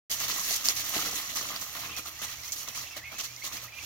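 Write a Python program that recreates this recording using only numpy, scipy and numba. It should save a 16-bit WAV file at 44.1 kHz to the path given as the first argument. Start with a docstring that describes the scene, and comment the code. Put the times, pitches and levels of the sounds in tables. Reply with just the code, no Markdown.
"""Ducks and ducklings tread and peck through dry leaves in an open yard.
Each step is a burst of tiny leaf cracks over the soft crush of the leaves below. Stalks snap,
bills and feet knock on the ground, and heavy feet pat the soil. Later the ducklings peep in short
whistles that mostly slide upward. A faint motor hum lies under the open air."""
import sys
import numpy as np
from scipy import signal
from scipy.fft import rfft, irfft
from scipy.io import wavfile
from scipy.ndimage import uniform_filter1d, map_coordinates
from numba import njit

SR = 44100
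rng = np.random.default_rng(int(sys.argv[2]) if len(sys.argv) > 2 else 0)


def unload_wav(signal):
    """Save mono or channel-first audio to the path in sys.argv[1] as 16-bit WAV at rate SR, clipped to [-1, 1]."""
    wavfile.write(
        sys.argv[1],
        SR,
        np.round(np.clip(np.atleast_2d(signal).T, -1, 1) * 32767).astype(np.int16),
    )


N = 169785

TOP_HZ = 15900  # the treble stops here
GROUND_PAN_DB = -2.0  # sounds from the ground sit a little to the right


def treading(t):
    """Steps and shuffling crack leaf edges, bend leaf blades and press the leaves below."""
    # footsteps: start_s, length_s, crackle_db, crush_db
    steps = [(0.102, 0.036, -30.5, -52), (0.194, 0.055, -32, -42.5), (0.274, 0.047, -31.5, -46),
             (0.337, 0.078, -35, -49.5), (0.425, 0.043, -33, -66), (0.473, .045, -31, -48),
             (0.527, 0.012, -27, -51), (0.552, 0.011, -27, -56), (0.64, 0.034, -28.5, -46),
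             (0.678, 0.03, -29, -42), (0.756, 0.055, -31, -51), (0.835, 0.1, -36, -50.5),
             (0.934, 0.046, -30, -39), (0.988, 0.038, -31.5, -42), (1.042, 0.035, -33, -39),
             (1.08, 0.089, -39.5, -48), (1.151, 0.046, -34, -49.5), (1.289, 0.018, -36.5, -48),
             (1.352, 0.035, -33.5, -42), (1.404, 0.027, -38.5, -48.5), (1.439, 0.033, -43, -43.5),
             (1.479, 0.041, -38.5, -44.5), (1.529, 0.043, -47, -43.5), (1.606, 0.02, -36, -44),
             (1.742, 0.029, -41, -45), (1.787, 0.076, -41, -50.5), (1.839, 0.1, -62, -47.5),
             (1.96, 0.03, -35, -47), (2.05, 0.033, -40, -47), (2.21, 0.04, -35.5, -43.5),
             (2.273, 0.066, -41.5, -54), (2.426, 0.064, -42.5, -73), (2.519, 0.013, -36, -54),
             (2.553, 0.084, -39.5, -65), (2.669, 0.023, -40.5, -47), (2.743, 0.054, -38.5, -50.5),
             (2.805, 0.036, -43, -52), (2.959, 0.019, -37.5, -45.5), (3.111, 0.038, -45.5, -46),
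             (3.178, 0.035, -35, -47.5), (3.231, 0.022, -36, -51), (3.433, 0.041, -35.5, -47.5),
             (3.516, 0.058, -37.5, -48), (3.611, 0.044, -43.5, -53.5), (3.822, .05, -57, -51)]
    # shuffling of the whole flock: time_s, level_db
    shuffling = [(.1, -37), (.55, -36), (.62, -38), (1.15, -37), (1.45, -39.5), (1.68, -40.5), (1.9, -43),
                 (2.03, -45.5), (2.12, -44.5), (2.4, -45), (2.8, -44.5), (2.92, -46), (3.04, -52),
                 (3.2, -45.5), (3.33, -47.5), (3.6, -44.5), (3.71, -54), (3.85, -43.5)]
    # tone of brittle leaf edges: pitch_hz, level_db
    edge_tone = [(1800, -17.5), (3100, -10), (4000, -10.5), (4750, -6.5), (5800, -1.5), (6800, -3),
                 (7700, -10.5), (8900, -14), (10000, -10.5), (11300, -9), (13500, -2), (16000, -9)]
    # tone of bending leaf blades: pitch_hz, level_db
    blade_tone = [(900, -23.5), (1550, -6.5), (1950, -1.5), (2600, -0.5), (3300, -3), (4000, -6.5),
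                  (7000, -26)]
    # tone of the pressed leaves below: pitch_hz, level_db
    litter_tone = [(60, -20), (170, -9.5), (300, -5.5), (450, -9.5), (700, 2), (920, -2.5), (1220, 8.5),
                   (1550, -3.5), (2600, -15), (6000, -42)]
    # treble that harder steps lift: pitch_hz, level_db
    treble = [(6000, -30), (8500, 0)]
    # where the crackling is: time_s, left_minus_right_db
    direction = [(0.12, -3.5), (2.28, -3.5), (2.32, -6.5), (2.49, -3.5), (2.51, -9), (2.54, -7),
                 (2.57, -1.5), (2.6, -5), (2.85, -4.0), (2.88, -3.5), (3.09, -3.5), (3.4, -7), (3.52, -4),
                 (3.8, -6.5)]
    attack_s, release_s = .009, .015
    flock = undb(np.interp(t, *np.array(shuffling).T))
    crack_power, press_power = flock ** 2, (flock * undb(-12)) ** 2
    for start, length, crackle_db, crush_db in steps:
        load = np.clip((t - start) / attack_s, 0, 1)
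        load *= np.exp(-np.maximum(t - start - length, 0) / release_s)
        crack_power += (load * undb(crackle_db)) ** 2
        press_power += (load * undb(crush_db)) ** 2
    crack, press = np.sqrt(crack_power), np.sqrt(press_power)
    edges = leaf_cracks(edge_tone, per_s=7000, spread_db=3.2, low_hz=2650, high_hz=15950)
    blades = leaf_cracks(blade_tone, per_s=2600, spread_db=2.5, low_hz=1186, high_hz=5290)
    litter = leaf_cracks(litter_tone, per_s=1500, spread_db=4.3, low_hz=127.7, high_hz=2274)
    edges *= crack * undb(-1)
    blades *= np.sqrt(crack * press) * undb(-.5)
    litter *= press * undb(-.5)
    bright_db = np.clip(.08 * (20 * np.log10(crack) + 40.5), -6, 3)
    edges += (undb(bright_db) - 1) * colour(edges, treble)
    leaves = edges * pan(np.interp(t, *np.array(direction).T)) + blades * pan(-2.8)
    scatter = undb(-8)
    leaves = (leaves + scatter * echo(leaves, fade_s=.03)) / np.hypot(1, scatter)
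    return leaves + litter * pan(GROUND_PAN_DB)


def leaf_cracks(tone, per_s, spread_db, low_hz, high_hz):
    """Tiny cracks, each with its own pitch, size and direction, in the swish of sliding leaves."""
    leaf_s, leaves_per_octave = .04, 3
    leaf_map = rng.standard_normal((256, 32))
    swish = unit(colour(diffuse(), tone)) * undb(-4.5 + 1.5 * drift(120))
    when, pitch, strength, place, ringing = rng.random((int(per_s * N / SR), 5)).T
    at, hz = when * N / SR, low_hz * (high_hz / low_hz) ** pitch
    # each trodden leaf favours its own pitches for a moment
    spot = [at / leaf_s, leaves_per_octave * np.log2(hz / low_hz)]
    favour = map_coordinates(leaf_map, spot, order=1, mode="mirror")
    size_db = spread_db * np.minimum(-np.log(1 - strength), 3.2) + 2.9 * favour
    size = undb(size_db) * hz ** .7
    side, cycles = 2 * place - 1, .7 + 1.6 * ringing
    lag_s = .00013 + .00012 * side  # the right channel hears each crack this much later
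    pair = [ring(N, at - s * lag_s / 2, hz, cycles, size * undb(s * 2 * side)) for s in (1, -1)]
    return unit(unit(colour(np.array(pair), tone)) + swish)


def snaps(t):
    """A stalk breaks or a bill pecks: a very short crack of noise around one pitch."""
    # snaps and pecks: start_s, level_db, pitch_hz, decay_ms
    breaks = [(0.1139, -15.5, 5300, 1.1), (.340, -23, 6500, 1), (.434, -33, 6000, 1),
              (0.509, -17, 5800, 1.3), (0.5269, -16, 6330, 1.1), (.563, -18, 7400, 2.1),
              (0.656, -15, 5930, 2.6), (0.6864, -5.5, 5580, 0.82), (.6935, -19, 5800, 1.4),
              (.7525, -25, 12000, .8), (0.894, -18, 12900, 0.61), (1.085, -29, 5500, 1),
              (1.113, -24, 5660, 1), (1.158, -41, 6000, 1.5), (1.370, -21.5, 5370, 4.7),
              (1.562, -22.5, 4700, 2.2), (2.52, -19.5, 6400, 11), (2.686, -24, 6230, 2.4),
              (3.185, -28.5, 6500, 3.6), (3.363, -30.5, 5600, 2.2), (3.451, -25, 5500, 2),
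              (3.57, -26, 4970, 1.3)]
    out, age = np.zeros((2, N)), t[:2048]
    f = np.fft.rfftfreq(len(age), 1 / SR)
    for start, db, hz, decay_ms in breaks:
        band = np.exp(-((f / hz - 1) / .14) ** 2 / 2)
        sharp_edge = undb(-18) * np.minimum(f / hz, 1) * (f < TOP_HZ)
        fade = np.minimum(age / .0004, 1) * np.exp(-1000 * age / decay_ms)
        crack = irfft(rfft(rng.standard_normal((2, len(age)))) * (band + sharp_edge)) * fade
        i = int(start * SR)
        out[:, i:i + len(age)] += undb(db) * crack / np.abs(crack).max(axis=1, keepdims=True)
    return out * pan(-3.9)


def knocks():
    """A bill or a foot meets the ground with a dull knock that dies away quickly."""
    # knocks on the ground: start_s, level_db, pitch_hz
    hits = [(.298, -27, 1260), (.511, -33.5, 726), (0.937, -31, 1210), (.961, -32, 710), (0.991, -25, 1240),
            (1.129, -36.5, 785), (1.358, -33, 1180), (1.375, -39, 1150), (1.411, -30.5, 1230),
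            (1.565, -36, 1250), (1.754, -33, 1140), (1.9, -35, 1220), (2.22, -35, 1220),
            (2.682, -36.5, 1170), (2.777, -34, 1160), (2.967, -39.5, 625), (3.128, -37.5, 1300),
            (3.516, -35, 1190)]
    at, db, hz = np.array(hits, float).T.copy()
    return ring(N, at, hz, cycles=np.full(len(at), 3.4), size=undb(db)) * pan(GROUND_PAN_DB)


def thuds(t):
    """The heavy birds' webbed feet give a dull pat on the soil."""
    # heavy steps: start_s, level_db
    pats = [(0.509, -38), (0.946, -39), (.961, -27), (.992, -46), (1.03, -32), (1.069, -36), (1.132, -33.5),
            (1.41, -40), (1.988, -36), (2.967, -42), (3.128, -47)]
    # tone of the soil: pitch_hz, level_db
    soil_tone = [(30, -12), (70, -2.5), (130, -23), (280, 2), (450, -6.5), (900, -15), (3000, -45)]
    attack_s, decay_s = .0036, .0085
    soil = unit(colour(rng.standard_normal(N), soil_tone))
    force = np.zeros(N)
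    for start, db in pats:
        age = np.maximum(t - start, 0)
        force += undb(db) * np.minimum(age / attack_s, 1) * np.exp(-age / decay_s)
    return soil * force / 2 * pan(GROUND_PAN_DB)


def ducklings(t):
    """Thin whistles slide and level off; higher ones are more strained and hoarse. The yard echoes."""
    # nearby peeps: start_s, length_s, from_hz, to_hz, level_db, overtone_db
    peeps = [(1.84, 0.038, 2385, 2614, -44, -18), (1.89, 0.043, 2500, 2770, -44.5, -21),
             (1.928, 0.051, 2377, 2670, -43, -20), (1.966, .037, 2750, 2330, -41.5, -18),
             (2.055, .05, 2600, 2550, -58, -18), (2.175, .044, 1780, 2140, -50.5, -18),
             (2.25, 0.034, 2020, 1897, -42.5, -18), (2.288, .03, 1760, 2000, -48, -18),
             (2.325, .03, 1710, 1930, -52, -18), (2.375, .035, 2010, 2400, -49, -18),
             (2.424, 0.024, 1890, 2160, -46, -18), (2.483, 0.033, 2007, 2280, -46, -18),
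             (2.655, 0.028, 2050, 2280, -52, -16), (2.738, 0.035, 2044, 2400, -47, -18),
             (2.825, 0.04, 2670, 2690, -54, -10), (2.85, 0.048, 2860, 3160, -50, -18),
             (2.861, 0.027, 2660, 2676, -46.5, -7), (2.899, 0.044, 2670, 2700, -47, -1),
             (2.93, 0.036, 2280, 2200, -47, -18), (2.987, 0.021, 2270, 1810, -46, -18),
             (3.014, .05, 1656, 2300, -43.5, -25), (3.04, 0.047, 2350, 2590, -45, -22),
             (3.052, 0.052, 2193, 2195, -43, -24), (3.095, 0.042, 2290, 2354, -46.5, -14),
             (3.135, .05, 2510, 2620, -46.5, -16), (3.288, 0.038, 2255, 2350, -51, -18),
             (3.368, 0.024, 2040, 2270, -47, -16), (3.416, 0.024, 1950, 2465, -40.5, -9),
             (3.555, 0.04, 2150, 2480, -45, -18), (3.673, .027, 1680, 2395, -46, -25),
             (3.719, .025, 2386, 2390, -43, -16), (3.73, 0.029, 2440, 2780, -49, -16),
             (3.758, 0.035, 2380, 2500, -39.5, -21), (3.778, 0.029, 2640, 2790, -44, -20),
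             (3.803, 0.024, 2350, 2310, -40, -20), (3.819, .035, 2440, 2830, -43, -20)]
    out = np.zeros(N)
    waver = 1 + .013 * drift(300)
    breath_ratio = 1.09 * (1 + .14 * drift(1100))  # a shaky tone just above the whistle
    for start, length, from_hz, to_hz, db, overtone_db in peeps + far_peeps():
        on = (t > start) & (t < start + length)
        progress = (t[on] - start) / length
        hz = from_hz + (to_hz - from_hz) * (progress + .35 * progress * (1 - progress))
        step = 2 * np.pi * hz / SR
        phase = np.cumsum(step * waver[on])
        whistle = np.sin(phase) + undb(overtone_db) * np.sin(2 * phase)
        hoarse = undb(-9 + 14 * (hz - 2300) / 1000)
        breath = hoarse * np.sin(np.cumsum(step * breath_ratio[on]))
        swell = np.sqrt(np.abs(np.sin(np.pi * progress)))
        out[on] += undb(db) * swell * (whistle + breath) / np.hypot(1, hoarse)
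    out *= undb(1.9 * drift(350))  # a fast flutter in level sounds raspy
    return (out + undb(-5) * echo(out, fade_s=.22)) * pan(-3.5)


def far_peeps(from_s=1.7, per_s=20, hz=2420, level_db=-54, overtone_db=-16):
    """List faint rising peeps from the back of the flock, at random times."""
    span_s = N / SR - from_s
    return [(from_s + when * span_s, .0322 + .0307 * length,
             hz * (.8 + .4 * pitch), hz * (.9 + .4 * pitch), level_db, overtone_db)
            for when, length, pitch in rng.random((int(per_s * span_s), 3))]


def low_rings(steps):
    """The treading sets off two faint low tones that ring on."""
    # low tones: pitch_hz, fade_s (time to fall 60 dB), level_db
    tones = [(318, .35, -29), (481, .35, -29)]
    age = np.arange(SR // 2) / SR
    tail = sum(undb(db) * unit(np.sin(2 * np.pi * hz * age) * undb(-60 * age / fade_s))
               for hz, fade_s, db in tones)
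    return signal.fftconvolve(steps.mean(axis=0), tail / np.sqrt(len(age)))[:N] * pan(GROUND_PAN_DB)


def open_air():
    """A soft rush of air from all around gently swells and sinks."""
    # tone of the air: pitch_hz, level_db
    air_tone = [(25, -24), (45, 1), (60, 2), (100, 3), (170, -8), (400, -14), (700, -7.5), (1200, -3.5),
                (1700, -10), (4000, -11), (6300, -16.5), (8800, -33), (13500, -17.5)]
    return unit(colour(diffuse(), air_tone)) * undb(-53.5 + 1.5 * drift(4.93))


def motor_hum():
    """A distant motor hums, wavering in level and pitch."""
    # motor tones: pitch_hz, level_db
    tones = [(80, -65.5), (118, -63)]
    waver_db, waver_hz = 3.8, 4.5
    hum = np.zeros(N)
    for hz, db in tones:
        level = undb(db + waver_db * drift(14)) * np.sqrt(2)
        hum += level * np.sin(2 * np.pi * np.cumsum(hz + waver_hz * drift(25)) / SR)
    return hum


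def echo(x, fade_s):
    """Reflections from all around blur into a tail that falls 60 dB in fade_s."""
    tail = (diffuse() * undb(-60 * np.arange(N) / SR / fade_s))[:, :SR // 2]
    return signal.fftconvolve(np.atleast_2d(x), tail / np.sqrt(np.sum(tail ** 2) / 2), axes=1)[:, :N]


def diffuse():
    """Noise from all around: left and right are alike in the bass and unrelated in the treble."""
    # stereo width: pitch_hz, side_level_db
    width = [(30, -12), (100, -11), (300, -7), (600, -11), (1200, -5), (2000, 1)]
    mid, side = rng.standard_normal((2, N))
    return mid + colour(side, width) * np.array([[1], [-1]])


@njit
def ring(n, at, hz, cycles, size):
    """Add up short fading tones that start at the given times."""
    out = np.zeros(n)
    for k in range(len(at)):
        first = int(at[k] * SR) + 1
        for i in range(max(first, 0), min(n, first + int(5 * cycles[k] * SR / hz[k]))):
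            turn = (i / SR - at[k]) * hz[k]
            out[i] += size[k] * np.exp(-turn / cycles[k]) * np.sin(2 * np.pi * turn)
    return out


def colour(x, points):
    """Shape the tone with a curve of (pitch_hz, level_db) points."""
    hz, db = np.array(points).T
    f = np.maximum(np.fft.rfftfreq(2 * N, 1 / SR), 1)
    return irfft(rfft(x, 2 * N) * undb(np.interp(np.log(f), np.log(hz), db)))[..., :N]


def drift(per_s):
    """Smooth random wandering with a typical size of 1."""
    k = max(int(SR / per_s), 1)
    jumps = np.repeat(rng.standard_normal(N // k + 1), k)
    return unit(uniform_filter1d(uniform_filter1d(jumps, k), k)[:N])


def undb(db):
    """Turn decibels into a gain."""
    return 10 ** (np.asarray(db) / 20)


def unit(x):
    """Scale to an average power of 1."""
    return x / np.sqrt(np.mean(x ** 2))


def pan(db):
    """Left and right gains, with the left louder by db."""
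    return undb(np.array([db, -db]).reshape(2, -1) / 2)


def scene():
    """The flock treads, pecks and peeps in the open yard."""
    t = np.arange(N) / SR
    steps = treading(t) + snaps(t) + knocks() + thuds(t)
    yard_echo = undb(-9) * echo(steps, fade_s=.076)
    return steps + low_rings(steps) + yard_echo + ducklings(t) + (open_air() + motor_hum()) * pan(-2.1)


def record(dry):
    """The microphone opens after a moment of silence and cuts the highest treble."""
    # tone of the left channel, duller at the very top: pitch_hz, level_db
    left_tone = [(600, 0.6), (1200, -0.8), (5500, 0.5), (8500, 1), (13000, -3.4)]
    start_s, fade_in_s = .0972, .0021
    fade_in = np.clip((np.arange(N) / SR - start_s) / fade_in_s, 0, 1)
    treble_cut = signal.ellip(10, .2, 70, TOP_HZ, fs=SR, output="sos")
    return signal.sosfilt(treble_cut, np.array([colour(dry[0], left_tone), dry[1]]) * fade_in)


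dry = scene()
out = record(dry)
unload_wav(out)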